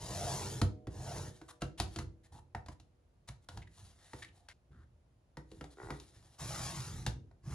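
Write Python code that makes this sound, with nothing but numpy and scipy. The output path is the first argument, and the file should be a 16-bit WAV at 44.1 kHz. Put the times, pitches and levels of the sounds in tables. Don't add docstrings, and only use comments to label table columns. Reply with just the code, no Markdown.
import sys
import numpy as np
from scipy import signal
from scipy.fft import rfft, irfft, next_fast_len
from scipy.io import wavfile
from scipy.ndimage import uniform_filter1d, map_coordinates

SR = 44100
rng = np.random.default_rng(int(sys.argv[2]) if len(sys.argv) > 2 else 0)


def file_out(sig):
    cols = np.atleast_2d(sig).T
    lim = np.clip(cols, -1, 1)
    pcm = np.round(lim * 32767).astype(np.int16)
    wavfile.write(sys.argv[1], SR, pcm)


N = 332514
TIME = np.arange(N) / SR

# start, fastest moment and stop in seconds, speed at start and at stop
# from 0 to 1, then levels in dB of fibre hiss, rail scrape and table rumble.
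STROKES = [(0.009, 0.297, .6, 0.43, 0.43, -42, -42.5, -41.5),
           (0.913, 1.17, 1.29, 0.19, 0.51, -49.5, -46, -43.5),
           (6.399, 6.619, 7.063, 0.68, 0.2, -44, -46.5, -43),
           (7.443, 7.547, 7.54, 0.2, .9, -54, -51.5, -41)]
# frequency in Hz, level in dB.
FIBRE_SPECTRUM = [(1410, -29.5), (2400, -10.5), (6370, -3), (8500, -8.5), (9550, -6.5), (11300, -12),
                  (12200, -24), (13300, -11.5), (15500, -24.5)]
RUMBLE_SPECTRUM = [(18, -44.5), (30, -15.5), (47, -6.5), (97, 0), (139, 1.5), (177, -11.5), (208, -9),
                   (249, -22.5), (330, -14.5), (430, -29.5), (730, -120)]

def cuts():
    grip_s, let_go_s, shake_up_s = 0.018, 0.02, 0.034
    echo_start_s, echo_stop_s = 0.0019, 0.0005
    hiss, shake, delay, rubbing = np.zeros(N), np.zeros(N), np.zeros(N), []
    for start, fastest, stop, speed_in, speed_out, hiss_db, scrape_db, rumble_db in STROKES:
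        moving = np.interp(TIME, [start - grip_s, start, stop, stop + let_go_s], [0, 1, 1, 0])
        speed = np.interp(TIME, [start, fastest, stop], [speed_in, 1, speed_out])
        travelled = np.cumsum(moving * speed) / np.sum(moving * speed)
        shake_up = np.interp(TIME, [start - grip_s, start + shake_up_s], [0, 1])
        hiss += moving * amp(hiss_db) * speed ** 1.34
        shake += moving * shake_up * amp(rumble_db) * speed ** 0.2
        rubbing.append(moving * amp(scrape_db) * speed ** 1.34)
        delay += (moving > 0) * (echo_start_s + (echo_stop_s - echo_start_s) * travelled)
    drag = amp(0.71 * wobble(45) + 0.5 * wobble(170))
    tearing = friction(FIBRE_SPECTRUM, rate=3500, size_db=1)
    fibres = hiss * mottled(tearing, depth_db=1.7)
    scrape = rail_scrape(first_cut=sum(rubbing[:2]), second_cut=sum(rubbing[2:]))
    rasp = rail_echoes(drag * (fibres + scrape), delay)
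    rumble = shake * friction(RUMBLE_SPECTRUM, rate=300, size_db=1)
    return amp(-0.72) * rasp + rumble


# frequency in Hz, level in dB.
FIRST_SCRAPE_SPECTRUM = [(160, -32), (280, -8), (324, -0.5), (356, -6.5), (392, 2.5), (550, -7), (611, -2),
                         (734, -3.5), (1010, -7), (1180, -14), (1890, -15.5), (2240, -21.5), (2800, -37),
                         (3640, -52.5), (6160, -120)]
SECOND_SCRAPE_SPECTRUM = [(160, -36), (280, -3), (317, -12), (356, 0.5), (539, -3), (748, 3.5), (989, -0.5),
                          (1090, 3), (1660, -5.5), (1870, -4), (2800, -13.5), (3640, -39), (6160, -120)]
PLASTIC_SPECTRUM = [(300, -25.5), (600, 6), (1200, 1), (2200, -4.5), (3200, -29.5), (6000, -48)]

def rail_scrape(first_cut, second_cut):
    scrape = first_cut * friction(FIRST_SCRAPE_SPECTRUM, rate=2200, size_db=1.5, smooth=0.9)
    scrape += second_cut * friction(SECOND_SCRAPE_SPECTRUM, rate=900, size_db=-0.5)
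    hollow = resonance(friction(PLASTIC_SPECTRUM, rate=3000, size_db=0), centre_hz=720, width=0.28)
    singing = first_cut ** 3 / first_cut.max() ** 2
    return scrape + amp(-2) * singing * hollow


def rail_echoes(rasp, delay):
    round_trip_s, wander_s = 0.0029, 0.00005
    echo = lambda late: map_coordinates(rasp, [(TIME - late - wander_s * wobble(14)) * SR])
    return rasp + amp(-9) * echo(delay) + amp(-9.5) * echo(round_trip_s - delay)


# time in seconds, level in dB, trims in dB for table thump, base ring and
# hard edge, then table pitch and rail pitch in Hz.
KNOCKS = [(.615, -33.5, 5, -1, -7.5, 96.5, 664), (.87, -50.5, 8, 7, -12.5, 107.5, 753),
          (1.414, -54, -9.5, 3, -13.5, 136, 712), (1.619, -37, -2.5, -3, -11, 143.6, 1332),
          (1.799, -33, -5, -9, -4.5, 80.8, 727), (1.96, -46, 0.5, 2.5, -3, 112, 650),
          (1.987, -43.5, 3, -3.5, -6.5, 77, 965), (2.548, -36.5, -9.5, -17, -22.5, 87.6, 881),
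          (2.661, -58, -1.5, -9, -7.5, 80.4, 870), (2.684, -48, -2, -6, -12.5, 79.5, 1023),
          (2.799, -65.5, 0, -12, -2, 82, 767), (3.287, -49, 0.5, -17, -8, 111, 970),
          (3.487, -48.5, -9.5, -13, -6, 89, 1440), (3.573, -49, -0.5, -10, -9, 105, 770),
          (4.133, -46, -5.5, -4, -14.5, 110.6, 890), (4.486, -53.5, -20.5, -37, -4.5, 81.3, 1590),
          (5.37, -47.5, -3, -3, -13, 151, 900), (5.515, -64, 6, 12, -1, 202, 735),
          (5.61, -47.5, -4.5, 0, -13.5, 149, 1364), (5.641, -51, -13.5, -9, -11.5, 166, 774),
          (5.904, -40, -6, -4, -15, 145, 702), (5.999, -63, 1.5, -22, 4.5, 83, 920),
          (7.064, -37, 1, -9.5, -3.5, 112.6, 833), (7.312, -64.5, -11, -9, -20, 89, 696)]
# pitch in Hz, level in dB, t60 in seconds.
RAIL_MODES = [(605, -8.5, 0.22), (705, 3, .1), (773, -7, .05), (960, 7, 0.052), (1090, -7, 0.12),
              (1304, 6, 0.044), (1553, 8, 0.013), (1900, 0.5, 0.059), (2150, -9.5, 0.029),
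              (3050, -5.5, 0.0087), (4620, -6.5, .018)]
BASE_MODES = [(292, 3.5, 0.085), (324.9, 0.5, 0.22), (386, 1, 0.12), (424, -6, 0.088), (501, -2, 0.12),
              (610, -15, .07)]
TABLE_MODES = [(61, 0.5, 0.33), (86.2, -9, 0.16), (94, -7.5, .22), (134.6, -1, 0.12), (163, -8, 0.23),
               (214.1, -3, 0.11)]
# frequency in Hz, level in dB.
CRACK_SPECTRUM = [(1200, -40.5), (2500, 0), (4000, 3), (6500, -2.5), (9000, -20.5), (15000, -53.5)]
TICK_SPECTRUM = [(4000, -34), (7000, 8.5), (10500, 5.5), (12500, -4.5), (15000, -6)]

def knocks():
    track, t = np.zeros(N), np.arange(SR // 3) / SR
    chatter_t60_s, tail_t60_s, attack_s = 0.018, 0.16, 0.0013
    contact = amp(-60 * t / chatter_t60_s) + amp(-18.5 - 60 * t / tail_t60_s)
    contact *= 1 - np.exp(-t / attack_s)
    burst = lambda spectrum: unit_hit(contact * coloured(rng.standard_normal(len(t)), spectrum))
    struck = lambda modes, **touch: unit_hit(ring(modes, t, **touch))
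    for at, db, thump_db, base_db, hard_db, table_hz, rail_hz in KNOCKS:
        rail_note = struck([(rail_hz, 0, 0.03), (2.1 * rail_hz, -7.5, 0.025)], attack_s=0.00067)
        table_note = struck([(table_hz, 0, 0.17)], attack_s=0.01)
        chatter = burst(PLASTIC_SPECTRUM)
        rail_body = struck(RAIL_MODES, attack_s=0.0006, scatter_db=3.5)
        clack = unit_hit(chatter + 1.01 * rail_note + 0.615 * rail_body)
        base = struck(BASE_MODES, attack_s=0.0016, scatter_db=4.5)
        thump = unit_hit(table_note + struck(TABLE_MODES, attack_s=0.0074, scatter_db=3))
        edge = amp(-1.5) * burst(CRACK_SPECTRUM) + amp(-7.5) * burst(TICK_SPECTRUM)
        plastic = amp(-5.5) * clack + amp(hard_db) * edge
        add(track, at, amp(db) * (plastic + amp(base_db - 2) * base + amp(thump_db + 4) * thump))
    return track


# time in seconds, slips per second, level in dB.
CREAK_CURVE = [(5.772, 79, -57.5), (5.8, 65.5, -48), (5.849, 68, -52), (5.895, 85, -47.5), (5.968, 63, -60)]
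# pitch in Hz, level in dB, t60 in seconds.
CREAK_MODES = [(382, 6, 0.048), (460, 4, 0.012), (784, 4, 0.016), (1080, 1, 0.0089), (1407, -2.5, 0.036),
               (1935, -8.5, 0.036)]

def rail_creak():
    track, t = np.zeros(N), np.arange(SR // 10) / SR
    times, rates, levels_db = np.transpose(CREAK_CURVE)
    slip_count = np.cumsum(np.interp(TIME, times, rates, left=0, right=0)) / SR
    for at in TIME[1:][np.diff(np.ceil(slip_count)) > 0]:
        grit = unit_hit(amp(-60 * t / 0.035) * coloured(rng.standard_normal(len(t)), PLASTIC_SPECTRUM))
        body = unit_hit(ring(CREAK_MODES, t, attack_s=0.0006, scatter_db=0.5))
        slip = unit_hit(body + 0.36 * grit, span_s=0.015)
        jitter_s = rng.uniform(-0.002, 0.002)
        db = np.interp(at, times, levels_db) + rng.normal(0, 0.8)
        add(track, at + jitter_s, amp(db) * slip)
    return track


# start, fastest moment and stop in seconds, level in dB.
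SLIDES = [(1.234, 1.31, 1.513, -63), (1.83, 1.94, 2.02, -61.5), (3.404, 3.486, 3.45, -66.5),
          (3.674, 3.812, 4.02, -61.5), (3.92, 4.16, 4.31, -62), (4.313, 4.42, 4.41, -68),
          (5.43, 5.6, 5.78, -69.5), (5.72, 5.91, 6.16, -62), (6.03, 6.179, 6.76, -68.5),
          (6.307, 6.38, 6.24, -65)]
# frequency in Hz, level in dB.
SHEET_SPECTRUM = [(300, -15), (700, 2), (1400, -5), (1850, -3), (2400, -9.5), (3100, -6), (3700, -2),
                  (5000, -5.5), (8000, -4.5), (10000, -5), (12500, -16.5), (15500, -20.5)]

def sheet_slides():
    swell = sum(amp(db) * np.interp(TIME, [start, fastest, stop], [0, 1, 0])
                for start, fastest, stop, db in SLIDES)
    flutter = amp(1.9 * wobble(35))
    rub = friction(SHEET_SPECTRUM, rate=4900, size_db=4, smooth=0.9)
    return flutter * swell * mottled(rub, depth_db=2)


# start and end in seconds, hiss and flex levels in dB,
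# flex pitch in Hz.
SHOVES = [(1.488, 1.512, -54.5, -56.5, 1200), (1.613, 1.62, -58.5, -65.5, 1400),
          (1.783, 1.803, -52.5, -55, 2930), (1.995, 2.025, -60, -57, 1250),
          (2.239, 2.269, -68.5, -75.5, 1900), (2.326, 2.394, -65.5, -60, 870),
          (2.722, 2.731, -65, -63.5, 910), (3.282, 3.291, -52, -62, 1010), (3.517, 3.58, -67.5, -66, 880),
          (3.623, 3.631, -78, -58, 2180), (3.676, 3.676, -79, -60, 2030), (3.99, 4.116, -72, -73.5, 1850),
          (4.228, 4.232, -53.5, -44, 2070), (4.249, 4.247, -58, -52, 2240), (4.288, 4.291, -82, -65, 2720),
          (4.33, 4.47, -82, -74.5, 740), (4.489, 4.521, -72, -59.5, 2110), (4.72, 4.84, -88, -72, 1390),
          (5.71, 5.738, -65.5, -70, 4500)]

def sheet_shoves(rise_s=0.0082, fall_s=0.0086):
    track = np.zeros(N)
    hiss = friction(SHEET_SPECTRUM, rate=3200, size_db=-0.5)
    grain = friction(SHEET_SPECTRUM, rate=2100, size_db=-2, smooth=0.6)
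    for start, end, hiss_db, flex_db, flex_hz in SHOVES:
        end = max(start, end)
        push = np.interp(TIME, [start - rise_s, start, end, end + fall_s], [0, 1, 1, 0])
        on = push > 0
        flex = resonance(grain[on], flex_hz, width=0.17)
        track[on] += push[on] * (amp(hiss_db) * hiss[on] + amp(flex_db) * flex)
    return track


# time in seconds, level in dB.
PATS = [(1.85, -43.5), (2.039, -45.5), (2.35, -53), (2.8, -70), (3.568, -46.5), (3.83, -56.5),
        (4.22, -56.5), (4.739, -50.5), (5.56, -51), (5.86, -50), (6.18, -56.5), (6.97, -41.5), (7.16, -44)]
# frequency in Hz, level in dB.
PAT_SPECTRUM = [(18, -34.5), (30, -5.5), (49, -3), (92, 3.5), (233, -18.5), (316, -17.5), (355, -19),
                (500, -26.5), (650, -53.5), (1100, -120)]

def hand_pats(rise_s=0.05, t60_s=0.44, resting_db=-72.5):
    weight = np.full(N, amp(resting_db))
    for at, db in PATS:
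        landing = np.interp(TIME, [at - rise_s, at], [0, 1])
        weight += landing * amp(db - 60 * np.maximum(TIME - at, 0) / t60_s)
    return weight * friction(PAT_SPECTRUM, rate=500, size_db=-0.5, smooth=0.8)


# pitch in Hz, level in dB, t60 in seconds.
METAL_MODES = [(310, -67, 1.2), (440, -64.5, 1.4), (484, -58.5, 6.2), (620, -59, 4.5), (736, -63.5, 4.4)]

def metal_ring():
    track = np.zeros(N)
    add(track, KNOCKS[0][0], ring(METAL_MODES, TIME, attack_s=0.004))
    return track


# frequency in Hz, t60 in seconds.
ROOM_DECAY = [(100, 0.39), (300, 0.6), (800, 0.25), (2000, 0.26), (6000, 0.27), (14000, 0.14)]
# frequency in Hz, level in dB.
ROOM_LEVEL = [(100, -9.5), (400, -4), (1500, -6.5), (5000, -10.5), (12000, -8.5)]

def room_reverb(x, first_wall_s=0.007):
    hz, t, noise = signal.stft(rng.standard_normal((2, SR // 2)), SR, nperseg=256)
    t60 = along(ROOM_DECAY, hz)[:, None]
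    fading = amp(along(ROOM_LEVEL, hz)[:, None] - 60 * t / t60)
    fading *= np.sqrt(2 * np.log(1000) / (t60 * SR))
    tail = spread(signal.istft(noise * fading, SR, nperseg=256)[1])
    predelay = np.zeros((2, round(first_wall_s * SR)))
    return signal.fftconvolve(x[None], np.hstack([predelay, tail]), axes=1)[:, :N]


# frequency in Hz, level in dB.
ROOM_TONE_SPECTRUM = [(26, -30.5), (45, 0), (132, -7), (237, -19.5), (268, -14), (310, -23.5), (351, -14.5),
                      (387, -22), (558, -19), (845, -25.5), (2040, -35.5), (11000, -45.5), (13000, -57.5)]

def room_tone():
    return amp(-67.5) * coloured(spread(rng.standard_normal((2, N))), ROOM_TONE_SPECTRUM)


# frequency in Hz, left-right likeness from 0 to 1.
STEREO_LIKENESS = [(50, 1), (130, 0.89), (290, .8), (640, 0.25), (1410, 0.054), (3100, 0.17), (15000, 0.14)]

def spread(pair):
    angle = lambda hz: np.arccos(along(STEREO_LIKENESS, hz)) / 2
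    mid, side = filtered(pair, lambda hz: np.array([np.cos(angle(hz)), np.sin(angle(hz))]))
    return np.array([mid + side, mid - side])


def friction(spectrum, rate, size_db, smooth=1.0):
    snaps = (rng.random(N) < rate / SR) * amp(size_db * np.minimum(rng.standard_normal(N), 2))
    crackle = unit(snaps * rng.standard_normal(N))
    return coloured(crackle + smooth * rng.standard_normal(N), spectrum)


def ring(modes, t, attack_s, scatter_db=0):
    hz, db, t60 = np.transpose(modes)[:, :, None]
    size = amp(db + scatter_db * rng.standard_normal(db.shape) - 60 * t / t60)
    sense = (-1) ** np.arange(len(modes))[:, None]
    return np.sum(sense * size * np.sin(2 * np.pi * hz * t), axis=0) * (1 - np.exp(-t / attack_s))


def resonance(x, centre_hz, width):
    damping = lambda hz: 1j * hz * width * centre_hz
    return unit(filtered(x, lambda hz: damping(hz) / (centre_hz ** 2 - hz ** 2 + damping(hz))))


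def mottled(x, depth_db):
    bands = signal.stft(x, nperseg=512)[2]
    patches = uniform_filter1d(rng.standard_normal(bands.shape), size=4, axis=0)
    patches = uniform_filter1d(patches, size=9, axis=1)
    return unit(signal.istft(bands * amp(depth_db * unit(patches)), nperseg=512)[1][:N])


def wobble(rate):
    return map_coordinates(rng.standard_normal(int(N * rate / SR) + 4), [TIME * rate])


def coloured(x, spectrum):
    return unit(filtered(x, lambda hz: amp(along(spectrum, hz))))


def filtered(x, response):
    n = x.shape[-1]
    padded = next_fast_len(n + SR // 8)
    return irfft(rfft(x, padded) * response(np.fft.rfftfreq(padded, 1 / SR)), padded)[..., :n]


def along(points, hz):
    knots_hz, values = np.transpose(points)
    return np.interp(np.log(hz + 1), np.log(knots_hz + 1), values)


def amp(db):
    return 10 ** (np.asarray(db) / 20)


def unit(x):
    return x / np.sqrt(np.mean(x ** 2) + 1e-20)


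def unit_hit(x, span_s=0.035):
    return x / np.sqrt(np.sum(x ** 2) / (span_s * SR) + 1e-20)


def add(track, start_s, sound):
    part = track[max(round(start_s * SR), 0):][:len(sound)]
    part += sound[:len(part)]


# frequency in Hz, lead of the left in radians.
LEFT_LEAD = [(100, 0.059), (860, 0.56), (2200, 0.77), (4400, 1.2), (8000, 1.47), (12000, 1.64)]
# frequency in Hz, level of left over right in dB.
LEFT_BALANCE = [(150, -1), (380, -1), (700, -1.5), (1300, 1), (2400, 0.5), (4400, 4.5), (8100, 0.6),
                (15000, -1)]

def scene():
    near = cuts() + sheet_slides() + hand_pats() + sheet_shoves()
    near += knocks() + rail_creak() + metal_ring()
    sides = np.array([[0.5], [-0.5]])
    direct = filtered(near, lambda hz: np.exp(1j * along(LEFT_LEAD, hz) * sides))
    reverb_dip_s = 4.534
    before_dip = np.interp(TIME, [reverb_dip_s - 0.004, reverb_dip_s], [1, 0])
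    reverb = before_dip * room_reverb(before_dip * near) + room_reverb((1 - before_dip) * near)
    placed = filtered(direct + reverb, lambda hz: amp(along(LEFT_BALANCE, hz) * sides))
    return placed + room_tone()


# frequency in Hz, gain in dB.
OUTPUT_EQ = [(20, -12.5), (32, -9), (48, -2.5), (7600, -1.5), (8100, -5.5), (8450, -11.5), (8900, -1.5),
             (10500, 0.5), (11400, -4.5), (12300, -9), (15000, -5)]

def record(dry):
    top_hz = 15300
    return filtered(dry, lambda hz: amp(along(OUTPUT_EQ, hz)) * (hz < top_hz))


dry = scene()
out = record(dry)
file_out(out)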